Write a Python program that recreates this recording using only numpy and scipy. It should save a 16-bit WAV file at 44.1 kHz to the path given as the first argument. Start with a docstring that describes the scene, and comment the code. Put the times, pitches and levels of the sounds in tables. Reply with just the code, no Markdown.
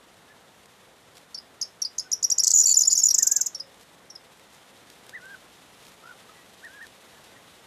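"""Open scrub. A bunting sings: sharp ticks speed up into a jangle, then falling chips and two soft
afternotes. Each note is a whistle some milliseconds long; the two sides of the syrinx often sound
together, and the foliage scatters them. A far bird whistles low phrases over a faint wash of air,
with a few distant calls, dry ticks and leaf rustles."""
import sys
import numpy as np
from scipy import signal
from scipy.fft import rfft, irfft
from scipy.io import wavfile
from scipy.ndimage import uniform_filter1d

SR = 44100
rng = np.random.default_rng(int(sys.argv[2]) if len(sys.argv) > 2 else 0)


def to_wav(s):
    """Save 16-bit WAV."""
    ch = np.atleast_2d(s).T  # columns
    pcm = np.round(np.clip(ch, -1, 1) * 32767)  # PCM
    wavfile.write(sys.argv[1], SR, pcm.astype(np.int16))


N = 337806
TIME = np.arange(N) / SR


def from_db(db):
    """dB to gain."""
    return 10 ** (np.asarray(db) / 20)


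def unit_rms(x):
    """Scale to unit power."""
    return x / np.sqrt(np.mean(x ** 2) + 1e-20)


def in_time(rows):
    """Interpolate each column after t/s to every sample."""
    times_s, *columns = np.transpose(rows)
    return [np.interp(TIME, times_s, column) for column in columns]


def coloured(x, spectrum):
    """Filter by rows of f/Hz, gain/dB."""
    hz, db = np.transpose(spectrum)
    bins_hz = np.maximum(np.fft.rfftfreq(N, 1 / SR), 1)
    return irfft(rfft(x) * from_db(np.interp(np.log(bins_hz), np.log(hz), db)), N)


def noise(spectrum):
    """Coloured noise, unit RMS."""
    return unit_rms(coloured(rng.standard_normal(N), spectrum))


def drift(corner_hz):
    """Low-passed random wander, unit RMS."""
    bins_hz = np.fft.rfftfreq(N, 1 / SR)
    return unit_rms(irfft(rfft(rng.standard_normal(N)) / (1 + (bins_hz / corner_hz) ** 2), N))


def air(wash_gain_db, hiss_gain_db, sway_db, stir_db):
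    """Steady distant wash under a thin, slightly stirring hiss."""
    # air levels: t/s, wash/dB, hiss/dB
    levels = [(0.0, -58.5, -64.5), (4.29, -57.5, -64), (4.95, -57, -61), (7.66, -56.5, -61)]
    # wash spectrum: f/Hz, density/dB
    wash_colour = [(15, -56.5), (25, -33), (54, -8.5), (189, -1.5), (326, -4.5), (520, -1), (593, -4),
                   (676, -2.5), (1930, -8.5), (2200, -13.5), (2860, -32.5), (4840, -120)]
    # hiss spectrum: f/Hz, density/dB
    hiss_colour = [(1300, -19.5), (2000, -2), (3700, 0.5), (4600, -5), (7000, -6.5), (10000, -9),
                   (14200, -15), (14700, -52.5)]
    wash_db, hiss_db = in_time(levels)
    wash = from_db(wash_db + wash_gain_db + sway_db * drift(5)) * noise(wash_colour)
    hiss = from_db(hiss_db + hiss_gain_db + stir_db * drift(25)) * noise(hiss_colour)
    return wash + hiss


def leaves(decay_s, crackle_db):
    """Dry snaps die at once; rustles are grainy swells."""
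    # ticks in the undergrowth: t/s, level/dB
    dry_ticks = [(0.6577, -45), (4.396, -46.5), (5.066, -45.5), (5.0941, -37.5), (5.2553, -45),
                 (6.6485, -44), (6.8267, -45.5), (6.868, -41)]
    # leaf rustles: t/s, half width/s, level/dB
    rustles = [(1.168, 0.02, -50.5), (3.812, 0.028, -54.5), (4.55, 0.013, -53.5), (4.91, .04, -57.5),
               (5.87, 0.034, -52), (7.25, 0.022, -56.5)]
    # leaf spectrum: f/Hz, density/dB
    leaf_colour = [(1500, -6.5), (3200, -2), (8000, -5.5), (14000, -13), (16000, -43.5)]
    snaps = sum(from_db(db) * (TIME >= s) * np.exp(-np.abs(TIME - s) / decay_s) for s, db in dry_ticks)
    swells = sum(from_db(db) / (1 + ((TIME - s) / half_s) ** 2) for s, half_s, db in rustles)
    grain = unit_rms(from_db(crackle_db * drift(123)))
    return (snaps + swells * grain) * noise(leaf_colour)


def foliage_scatter(x):
    """Countless small echoes off branch, ground and bushes, thinning with delay."""
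    # echo decay: delay/s, level per ms/dB
    decay = [(.001, -11.5), (.006, -18.5), (.013, -22), (0.02, -27.5), (0.038, -36.5), (.07, -47),
             (.12, -63.5), (.3, -82.5)]
    # scattered share, less in the forward-beamed treble: f/Hz, gain/dB
    colour = [(1600, -7), (5300, 3), (7000, -2.5), (11000, -3)]
    delay_s, db = np.transpose(decay)
    lag_s = TIME[TIME < delay_s[-1]]
    envelope = from_db(np.interp(lag_s, delay_s, db)) * (lag_s > delay_s[0])
    echoes = rng.standard_normal(len(lag_s)) * envelope / np.sqrt(SR / 1000)
    return signal.fftconvolve(coloured(x, colour), echoes)[:N]


def faint_calls(jitter):
    """Short tones, blurred by distance."""
    # hoots and peeps: t/s, half length/s, f/Hz, level/dB
    calls = [(0.312, 0.026, 1700, -54), (2.07, 0.022, 1500, -53), (2.336, 0.043, 769, -60),
             (2.856, 0.051, 620, -59), (3.635, 0.092, 539, -55.5), (6.298, 0.0086, 1260, -43.5),
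             (6.38, .05, 1944, -58.5), (7.367, 0.0073, 1884, -48.5)]
    wavering_s = np.cumsum(1 + jitter * drift(60.4)) / SR
    out = np.zeros(N)
    for s, half_s, hz, db in calls:
        envelope = np.exp(-np.minimum(((TIME - s) / half_s) ** 2, 20))
        out += from_db(db) * envelope * np.sin(2 * np.pi * hz * wavering_s)
    return out


def far_yelps(foot=.7, bend_s=.023, swell_s=.019, fall_stretch=1.2):
    """Pitch arches up and back down; yields samples, f/Hz, level/dB."""
    # arch tops: t/s, f/Hz, level/dB
    yelps = [(3.207, 1868, -41), (5.155, 1980, -34), (6.654, 1880, -37.5), (6.824, 1890, -37)]
    for s, top_hz, db in yelps:
        at = np.flatnonzero(np.abs(TIME - s) < 3 * swell_s)
        t = (TIME[at] - s) / np.where(TIME[at] > s, fall_stretch, 1)
        arch = foot + (1 - foot) * np.exp(-(t / bend_s) ** 2)
        yield at, top_hz * arch, db - 20 / np.log(10) * (t / swell_s) ** 2


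def far_whistles(climb_share=.12, drop_share=.21, drop_s=.0285, fade_db=9.5):
    """Long notes climb and swell, then drop away; yields samples, f/Hz, level/dB."""
    # whistles: t/s, length/s, top f/Hz, level/dB, swell/dB
    whistles = [(3.243, .165, 1685, -43.5, 10), (5.199, 0.16, 1602, -38, 13), (6.029, .11, 1456, -44.5, 4),
                (6.685, .125, 1670, -42, 12.5)]
    for s, length_s, top_hz, db, swell_db in whistles:
        at = np.flatnonzero((TIME > s) & (TIME < s + length_s))
        t, climb_s = TIME[at] - s, length_s - drop_s
        to_climb = np.maximum(1 - t / climb_s, 0)
        drop = np.maximum((t - climb_s) / drop_s, 0) ** 2
        hz = top_hz * (1 - climb_share * to_climb ** 2 - drop_share * drop)
        yield at, hz, db - swell_db * to_climb - fade_db * drop


def far_bird(jitter, octave_db):
    """Soft, nearly pure yelps and whistles; one whistle is rolled."""
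    roll_from_s, roll_to_s, roll_hz = 6.032, 6.123, 55
    out, waver = np.zeros(N), 1 + jitter * drift(92.4)
    for at, hz, db in [*far_yelps(), *far_whistles()]:
        phase = 2 * np.pi * np.cumsum(hz * waver[at]) / SR
        out[at] += from_db(db) * (np.sin(phase) + from_db(octave_db) * np.sin(2 * phase))
    rolling = (TIME > roll_from_s) & (TIME < roll_to_s)
    return out * (1 - rolling * np.cos(2 * np.pi * roll_hz * (TIME - roll_from_s)))


def note(start_s, length_s, hz, db, bend=1):
    """Note row: t/s, length/s, (start, middle, end) f/Hz, level/dB; bend multiplies the pitch."""
    return start_s, length_s, np.multiply(hz, bend), db


def slur_notes():
    """Soft falling slurs over a lower voice open and close the song."""
    # slurs: t/s, f/Hz, level/dB, lower voice/relative dB
    slurs = [(1.3442, 5550, -29, -1), (1.8175, 5740, -19, -11), (3.5463, 5620, -27, -7),
             (3.5975, 5240, -28, -33), (4.1, 5650, -37.5, -13), (4.152, 5290, -36.5, -32.5)]
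    for s, hz, db, lower_db in slurs:
        yield note(s, .0135, hz, db, bend=(1.11, .97, 1))
        yield note(s, .0079, (4690, 4610, 4640), db + lower_db)


def tick_notes(zip_s=.0048, lead_s=.0028):
    """A fast upsweep from each side of the syrinx, one just ahead, then a rising ping."""
    # upsweeps: t/s, f/Hz, level/dB, leading side/relative dB
    zips = [(1.6153, 6400, -20, -5), (1.984, 6670, -17, -10), (2.1164, 6700, -17.5, -27),
            (2.2296, 6800, -17.5, -4.5), (2.3026, 7120, -15, -5), (2.383, 6970, -12, -10)]
    # pings: t/s, length/s, f/Hz, level/dB
    pings = [(1.375, 0.015, 5030, -32), (1.622, 0.011, 5310, -21), (1.848, 0.01, 4950, -19.5),
             (1.9923, 0.013, 5264, -21), (2.1247, 0.016, 5740, -16.5), (2.238, 0.016, 5710, -15.5),
             (2.313, .016, 5730, -15), (2.3918, 0.017, 5555, -14), (3.103, .015, 5770, -15.5)]
    for s, hz, db, lead_db in zips:
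        yield note(s - lead_s, zip_s, hz, db + lead_db, bend=(.66, .98, 1.16))
        yield note(s, zip_s, hz, db, bend=(.79, .99, 1.05))
    for s, length_s, hz, db in pings:
        yield note(s, length_s, hz, db, bend=(.83, .99, 1))


def clink_notes(gap_s=.0022):
    """Dive and rebound in a V, bridged by the lower voice."""
    # clinks: t/s, dive length/s, level/dB, lower voice/relative dB
    clinks = [(2.434, 0.0067, -13, -15), (2.468, 0.007, -10.5, -14.5), (2.5033, 0.008, -13, -20),
              (3.103, 0.0025, -24, 0)]
    for s, dive_s, db, lower_db in clinks:
        yield note(s, dive_s, (8200, 6480, 4950), db)
        yield note(s + dive_s + gap_s, .005, (3500, 6290, 8550), db + .5)
        yield note(s + dive_s / 2, .008, (5330, 4387, 3700), db + lower_db)


def jangle_notes(pitch_spread=.017, spread_db=1.6):
    """Scoops, trills and glassy hooks, the other side flicking down; repeats vary slightly."""
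    # scoops between runs: t/s, level/dB
    scoops = [(2.767, -10.5), (2.8725, -12)]
    # runs of falling hooks: from/s, to/s, period/s, f/Hz, level/dB, flick/relative dB
    hook_runs = [(2.5353, 2.565, 0.011, 6850, -12.5, -8.5), (2.569, 2.616, 0.013, 6740, -12, -4.5),
                 (2.621, 2.625, .006, 6720, -18, -5), (2.6556, 2.729, 0.011, 7010, -13.5, -11),
                 (2.805, 2.821, 0.011, 6850, -12.5, -5), (2.974, 3.004, .012, 6630, -15, -8),
                 (3.0328, 3.037, 0.013, 6940, -10, -2.5), (3.0542, 3.069, 0.01, 6770, -11.5, -8.5)]
    # trills: from/s, to/s, period/s, note length/s, start f/Hz, middle f/Hz, end f/Hz, level/dB
    trills = [(2.6655, 2.73, 0.013, 0.007, 4750, 4480, 4836, -20),
              (2.8975, 2.934, 0.0053, 0.0086, 4300, 5270, 6800, -25),
              (2.9113, 2.937, .0056, .0043, 6700, 6950, 7100, -14)]

    def uneven(s, length_s, hz, db, bend=1):
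        """Note with pitches and level slightly off."""
        detune = 1 + pitch_spread * rng.standard_normal(3)
        return note(s, length_s, detune * hz, db + spread_db * rng.standard_normal(), bend)

    for s, db in scoops:
        yield note(s, .015, (7400, 6900, 7440), db)
    for from_s, to_s, period_s, hz, db, flick_db in hook_runs:
        for s in np.arange(from_s, to_s, period_s):
            yield uneven(s, .86 * period_s, hz, db, bend=(1.105, 1.005, 1.01))
            yield uneven(s + .46 * period_s, .005, hz, db + flick_db, bend=(1, .9, .785))
    for from_s, to_s, period_s, length_s, *pitches_hz, db in trills:
        for s in np.arange(from_s, to_s, period_s):
            yield uneven(s, length_s, pitches_hz, db)


def chip_notes(lag_s=.0011):
    """Falling chips; the lower voice starts later and drops faster."""
    # closing run, slowing and fading: t/s, level/dB, lower voice/relative dB
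    chips = [(3.14, -13, -4), (3.18, -12.5, -4.5), (3.2226, -12, -7), (3.2665, -12.5, -6),
             (3.3126, -12.5, -12), (3.359, -13.5, -8), (3.407, -15, -6.5), (3.4596, -19.5, -7)]
    for s, db, lower_db in chips:
        yield note(s, .0138, (7800, 6950, 5670), db)
        yield note(s + lag_s, .01, (8120, 5690, 5040), db + lower_db)


def syrinx(notes, swell_power, jitter, flutter_db):
    """Each note swells and fades as its pitch bends; complex output."""
    out = np.zeros(N, complex)
    waver, flutter = 1 + jitter * drift(600), from_db(flutter_db * drift(450))
    for s, length_s, pitches_hz, db in notes:
        at = np.arange(int(s * SR), int((s + length_s) * SR))
        progress = np.linspace(0, 1, len(at))
        hz = np.polyval(np.polyfit([0, .5, 1], pitches_hz, 2), progress) * waver[at]
        pressure = np.abs(np.sin(np.pi * progress)) ** swell_power * flutter[at]
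        out[at] += from_db(db) * pressure * np.exp(2j * np.pi * np.cumsum(hz) / SR)
    return out


def buzzes(shake_hz, jitter, depth, swing_hz):
    """A second, slower vibration shakes pitch and airflow; complex output."""
    # lower-voice buzzes: t/s, length/s, f/Hz, level/dB
    buzz_notes = [(2.632, .02, 5630, -17), (2.74, 0.0098, 5620, -13.5), (2.753, 0.012, 5370, -20),
                  (2.787, 0.012, 6190, -13), (2.791, .034, 5400, -28), (2.832, 0.0094, 5050, -18.5),
                  (2.849, 0.016, 5500, -19), (2.95, 0.015, 5850, -17), (2.962, 0.013, 5400, -20.5),
                  (2.973, 0.038, 5480, -24.5), (3.016, 0.014, 5400, -21), (3.083, 0.012, 5650, -14.5)]
    out = np.zeros(N, complex)
    shake = 2 * np.pi * np.cumsum(shake_hz * (1 + jitter * drift(200))) / SR
    for s, length_s, hz, db in buzz_notes:
        at = np.arange(int(s * SR), int((s + length_s) * SR))
        pressure = np.sin(np.linspace(0, np.pi, len(at))) * (1 + depth * np.cos(shake[at]))
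        phase = 2 * np.pi * np.cumsum(hz + swing_hz * np.sin(shake[at])) / SR
        out[at] += from_db(db) * pressure * np.exp(1j * phase)
    return out


def throat(x, direct_db, band_hz):
    """Broad pass band; resonances ring briefly as a note sweeps through."""
    # windpipe and beak resonances: f/Hz, width/Hz, gain/dB
    resonances = [(4680, 200, -11.5), (5900, 940, -12.5), (6910, 450, -7.5)]
    out = from_db(direct_db) * x
    for hz, width_hz, db in resonances:
        out += from_db(db) * signal.lfilter(*signal.iirpeak(hz, hz / width_hz, fs=SR), x)
    return signal.sosfilt(signal.butter(2, band_hz, "band", fs=SR, output="sos"), out)


def bunting(voice_db, overtone_db, difference_db, coupling, rasp_db):
    """Slightly nonlinear membranes add raspy octaves, and combination tones when both sides sing."""
    # beak radiation: f/Hz, gain/dB
    radiation = [(7500, -9), (9200, -7), (11000, 4.5), (12400, -2.5), (13700, -10.5), (14500, -12.5),
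                 (16000, -20.5)]
    # beak opening, wider lets more overtone out: t/s, gain/dB
    gape = [(1.3, -4), (2.1, -4), (2.38, -5.5), (2.44, -0.5), (2.72, 0), (3.1, -1.5), (3.3, 5), (3.46, 1.5),
            (3.55, -5.5)]
    notes = [*slur_notes(), *tick_notes(), *clink_notes(), *jangle_notes(), *chip_notes()]
    voice = syrinx(notes, swell_power=.56, jitter=.013, flutter_db=.9)
    voice += buzzes(shake_hz=636, jitter=.31, depth=.49, swing_hz=300)
    envelope = np.abs(voice) + 1e-6
    smoothed = np.abs(uniform_filter1d(envelope, size=60)) + 1e-6
    voice *= (smoothed / envelope) ** coupling   # flattening the two sides' beats throws sidebands
    rasp = unit_rms(from_db(rasp_db * drift(1202)))
    octave = coloured(rasp * (voice ** 2).real / (np.abs(voice) + 1e-9), radiation)
    octave *= from_db(overtone_db + in_time(gape)[0])
    difference = signal.sosfilt(signal.butter(2, [2000, 4000], "band", fs=SR, output="sos"), envelope)
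    whistle = throat(voice.real, direct_db=-2, band_hz=[4320, 10200])
    return from_db(voice_db) * whistle + octave + from_db(difference_db) * difference


def scene():
    """Mono mix; the far birds carry more scatter than the near one."""
    near = bunting(voice_db=.25, overtone_db=-15.5, difference_db=-27.5, coupling=.48, rasp_db=4)
    far = far_bird(jitter=.012, octave_db=-26) + faint_calls(jitter=.023)
    echoes = foliage_scatter(from_db(-.74) * near + from_db(3) * far)
    background = leaves(decay_s=.002, crackle_db=6)
    background += air(wash_gain_db=1.5, hiss_gain_db=4.5, sway_db=.6, stir_db=1.2)
    return (background + echoes + from_db(-1) * far + near)[None]


def record(dry):
    """Steep treble cut."""
    stop_hz = 15900
    return signal.sosfilt(signal.cheby2(20, 70, stop_hz, fs=SR, output="sos"), dry)


dry = scene()
out = record(dry)
to_wav(out)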